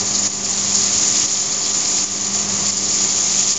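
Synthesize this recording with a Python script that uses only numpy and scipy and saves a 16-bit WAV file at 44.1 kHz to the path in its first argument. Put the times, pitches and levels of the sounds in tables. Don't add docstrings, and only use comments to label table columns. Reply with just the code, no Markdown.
import sys
import numpy as np
from scipy import signal
from scipy.fft import rfft, irfft, next_fast_len
from scipy.io import wavfile
from scipy.ndimage import uniform_filter1d, map_coordinates

SR = 44100
rng = np.random.default_rng(int(sys.argv[2]) if len(sys.argv) > 2 else 0)


def master(y):
    cut = np.clip(np.atleast_2d(y).T, -1, 1)
    pcm = np.round(cut * 32767)
    wavfile.write(sys.argv[1], SR, pcm.astype(np.int16))


def boost(x):
    u = np.asarray(x, float) / 20
    return 10 ** u


N = 157878

MAINS_HZ, SHAFT_HZ = 50.012, 24.883
CONVERTER_HZ = 16000
TIME_S = np.arange(N) / SR


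def unit(x):
    return x / np.sqrt(np.mean(x ** 2) + 1e-20)


def along(points, hz):
    point_hz, value = np.transpose(points)
    return np.interp(np.log(hz + 1), np.log(point_hz + 1), value)


def wobble(rate_hz):
    knots = rng.standard_normal(int(N * rate_hz / SR) + 4)
    return map_coordinates(knots, [np.arange(N) * rate_hz / SR])


def filtered(x, response):
    size = next_fast_len(N + 8192)
    return irfft(rfft(x, size) * response(np.fft.rfftfreq(size, 1 / SR)), size)[:N]


def rush(spectrum, patchy_db):
    noise = signal.stft(rng.standard_normal(N), nperseg=256)[2]
    patches = uniform_filter1d(rng.standard_normal(noise.shape), size=5, axis=0)
    patches = uniform_filter1d(patches, size=8, axis=1)
    noise = signal.istft(noise * boost(patchy_db * unit(patches)), nperseg=256)[1][:N]
    return unit(filtered(noise, lambda hz: boost(along(spectrum, hz))))


def grains(start_s, pitch_hz, cycles, gain):
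    k = np.arange(192)
    turns = pitch_hz[:, None] * k / SR
    waves = gain[:, None] * np.sin(2 * np.pi * turns) * np.exp(-np.pi * turns / cycles)
    at = np.clip((start_s * SR).astype(int), 0, N)[:, None] + k
    return np.bincount(at.ravel(), waves.ravel(), N + 193)[:N]


def capsule(hz):
    peak_hz, width_hz, peak_db = 7000, 1430, 19
    return 1 + boost(peak_db) * 1j * hz * width_hz / (peak_hz ** 2 - hz ** 2 + 1j * hz * width_hz)


def bean_flow_db():
    # time_s, level_db
    flow = [(0, -2), (.2, -1), (.27, 1.5), (.4, -0.5), (.6, 2.5), (.73, 2.5), (.8, 3.5), (1.099, 3),
            (1.349, 4.5), (1.549, -1), (1.801, 1.5), (2.03, 1.5), (2.299, 0.5), (2.601, 1.5), (2.8, 3),
            (3, 4), (3.25, 4), (3.58, 3)]
    return np.interp(TIME_S, *np.transpose(flow)) + 0.62 * wobble(40)


def sliding_beans(flow_db):
    # frequency_hz, density_db (per Hz)
    swish_spectrum = [(880, -59.5), (1500, -22), (4210, -13.5), (7000, -1), (9100, -12), (15400, -120)]
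    return boost(-22.5 + 0.86 * flow_db) * rush(swish_spectrum, patchy_db=0.5)


def ticking_beans(flow_db):
    ticks_per_s, pitch_hz, pitch_spread, biggest_db = 2500, 5655, 0.31, 13
    count = int(ticks_per_s * N / SR)
    start_s = rng.random(count) * N / SR
    size_db = np.minimum(-3.5 * np.log(rng.random(count)), biggest_db)
    gain = boost(size_db) * np.sign(rng.random(count) - .5)
    tick_hz = np.clip(pitch_hz * np.exp(pitch_spread * rng.standard_normal(count)), 900, 7600)
    ticks = grains(start_s, tick_hz, 5, gain)
    return boost(-25.5 + 0.92 * flow_db + 0.67 * wobble(45)) * unit(filtered(ticks, capsule))


def tumbling_heaps():
    # middle_s, level_db, length_s, pitch_hz
    heaps = [(.012, -15.5, .02, 5000), (.076, -15.5, .011, 5200), (.111, -15.5, .009, 5500),
             (.152, -10, .018, 5200), (.19, -11.5, .015, 6100), (.245, -16, .035, 6500),
             (.348, -16.5, .02, 6500), (.446, -12.5, .016, 6000), (.504, -12.5, .014, 6800),
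             (.535, -20.5, .016, 6800), (.75, -9, .014, 5200), (.772, -14.5, .02, 5500),
             (.83, -12.5, .025, 6000), (1.011, -12, .015, 6500), (1.084, -8.5, .01, 7000),
             (1.257, -21, .011, 5200), (1.53, -14, .022, 5000), (1.675, -17, .08, 4100),
             (1.749, -10, .008, 5400), (1.887, -11, .01, 6800), (1.987, -16.5, .025, 5500),
             (2.352, -11, .018, 6000), (2.432, -14.5, .009, 6500), (2.66, -18, .009, 5500),
             (2.695, -12.5, .02, 6000), (2.774, -9.5, .01, 6000), (2.9, -18, .025, 5500),
             (2.943, -10, .018, 6800), (3.012, -13, .01, 5200), (3.505, -14.5, .04, 5500)]
    middle_s, level_db, length_s, pitch_hz = np.transpose(heaps)[:, :, None]
    u = rng.random((len(heaps), 4, 40))
    late_s = (u[:, 0] + u[:, 3] - 1) * length_s
    knock_hz = np.clip(pitch_hz * np.exp(0.6 * (u[:, 1] - .5)), 900, 7600)
    gain = boost(level_db + 5 - 19 - 6.2 * u[:, 2]) * np.sqrt(length_s / .016)
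    knocks = grains((middle_s + late_s).ravel(), knock_hz.ravel(), 11, gain.ravel())
    return filtered(knocks, capsule)


def flung_beans():
    # start_s, peak_db
    pops = [(0.5756, -7), (0.9522, -5), (1.5224, -6), (1.7464, -2), (1.8574, -5), (2.3476, -5),
            (2.6569, -6), (2.9014, -5), (2.9874, -4), (3.0131, -4), (3.0754, -5)]
    start_s, peak_db = np.transpose(pops)
    pitch_hz = 6300 * np.exp(.1 * rng.standard_normal(len(start_s)))
    return grains(start_s, pitch_hz, 6, boost(peak_db - 1))


def tray(x):
    t60_s, level_db = 0.026, -8
    t = np.arange(SR // 10) / SR
    decay = unit(rng.standard_normal(len(t)) * boost(-60 * t / t60_s)) / np.sqrt(len(t))
    return boost(level_db) * signal.fftconvolve(x, decay)[:N]


def fan_roar():
    # frequency_hz, density_db (per Hz)
    roar_spectrum = [(15, -40.5), (25, -21.5), (48, -10), (193, -2), (245, -10), (397, -3), (456, -10.5),
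                     (709, -10.5), (3000, -14), (3900, -46), (6600, -120)]
    turn_s, loudest_s, swing_db = 1.97, 0.57, 1.56
    shade_db = swing_db * np.cos(2 * np.pi * (TIME_S - loudest_s) / turn_s)
    return boost(-34 + shade_db + 0.61 * wobble(14)) * rush(roar_spectrum, patchy_db=.8)


def tone(level_db, turns):
    return np.sqrt(2) * boost(level_db) * np.sin(2 * np.pi * (turns + rng.random()))


def motor_hum():
    # mains_multiple, level_db, swing_db, loudest_s, period_s
    hum = [(2, -50, 5.5, .6, 2.05), (4, -38, 3.5, .52, 2.08), (6, -44.5, 4, 0.24, .9),
           (12, -55.5, 3.5, .5, 2.1), (14, -49.5, 1, .5, 2.1), (16, -56, 5.5, .5, 2.7),
           (20, -58.5, 2, .5, 2.1), (22, -56.5, 5, .5, 2.1)]
    x = np.zeros(N)
    for multiple, level_db, swing_db, loudest_s, period_s in hum:
        shade_db = swing_db * np.cos(2 * np.pi * (TIME_S - loudest_s) / period_s)
        x = x + tone(level_db + shade_db + .4 * wobble(4), multiple * MAINS_HZ * TIME_S)
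    return x


def shaft_whine():
    order_tones = [(10, 0), (16, 0), (29, 0), (32, -5), (32, -3), (32, -2), (32, 0), (32, 1), (48, -6),
                   (48, -5), (48, -4), (48, -3), (48, -2), (48, -1), (48, 0), (48, 2), (48, 3), (48, 4),
                   (45, 0), (49, 0), (50, 0), (55, 0)]
    order_levels = [-49.5, -45, -48.5, -49, -56, -55.5, -54.5, -53, -53.5, -58.5, -50, -65, -50.5, -51.5,
                    -44.5, -52, -60.5, -62.5, -63, -57.5, -62, -56]
    levels = {(order, 0): -66 for order in range(5, 63, 2)}
    levels.update(zip(order_tones, order_levels))
    spin = SHAFT_HZ * TIME_S + .0006 * wobble(2.9)
    x = np.zeros(N)
    for (order, side), level_db in levels.items():
        x = x + tone(level_db + 0.64 * wobble(2.4), order * spin + side * MAINS_HZ * TIME_S)
    return x


def scene():
    flow_db = bean_flow_db()
    swish = sliding_beans(flow_db)
    knocks = ticking_beans(flow_db) + tumbling_heaps() + flung_beans()
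    fan = fan_roar() + motor_hum() + shaft_whine()
    return (swish + knocks + tray(knocks) + fan)[None]


def gain_control(x):
    # start_s, drop_db, recovery_s
    cuts = [
        (0.277, 7.5, 0.18),
        (1.26, 4.5, 0.16),
        (1.54, 0, 0.13),
        (2.046, 5, 0.27),
        (2.705, 4.5, 0.28),
        (3.525, 4, 0.35),
    ]
    cut_db = np.zeros(N)
    for start_s, drop_db, recovery_s in cuts:
        since_s = TIME_S - start_s
        cut_db += drop_db * np.clip(since_s / .003, 0, 1) * np.exp(-np.abs(since_s) / recovery_s)
    return x * boost(2.0 - cut_db)


def converter(x):
    # frequency_hz, level_db
    edge_curve = [(6000, -1), (7050, 1.5), (7410, -7), (7700, -16.5), (7900, -27), (8000, -61)]
    # frequency_hz, level_db
    image_curve = [(8000, -24.5), (8080, -14), (8300, -8.5), (8600, -19), (8950, -34.5), (9300, -42)]
    housing_dips = [(1540, 260, -3.5), (2800, 300, -2)]  # centre_hz, width_hz, level_db
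    half_hz = CONVERTER_HZ / 2

    def passed(hz):
        dip_db = sum(db * np.exp(-((hz - centre) / width) ** 2) for centre, width, db in housing_dips)
        return boost(along(edge_curve, hz) + dip_db) * (hz < half_hz)

    def leaked(hz):
        return boost(along(image_curve, hz)) * (hz > half_hz) * (hz < CONVERTER_HZ)

    x = filtered(x, passed)
    mirror = 2 * x * np.cos(2 * np.pi * CONVERTER_HZ * TIME_S)
    return x + filtered(mirror, leaked) + .005


def band_limit(x):
    return signal.sosfilt(signal.butter(12, 9070, fs=SR, output="sos"), x)


def record(dry):
    mix = converter(gain_control(dry[0]))[None]
    return band_limit(mix)


dry = scene()
out = record(dry)
master(out)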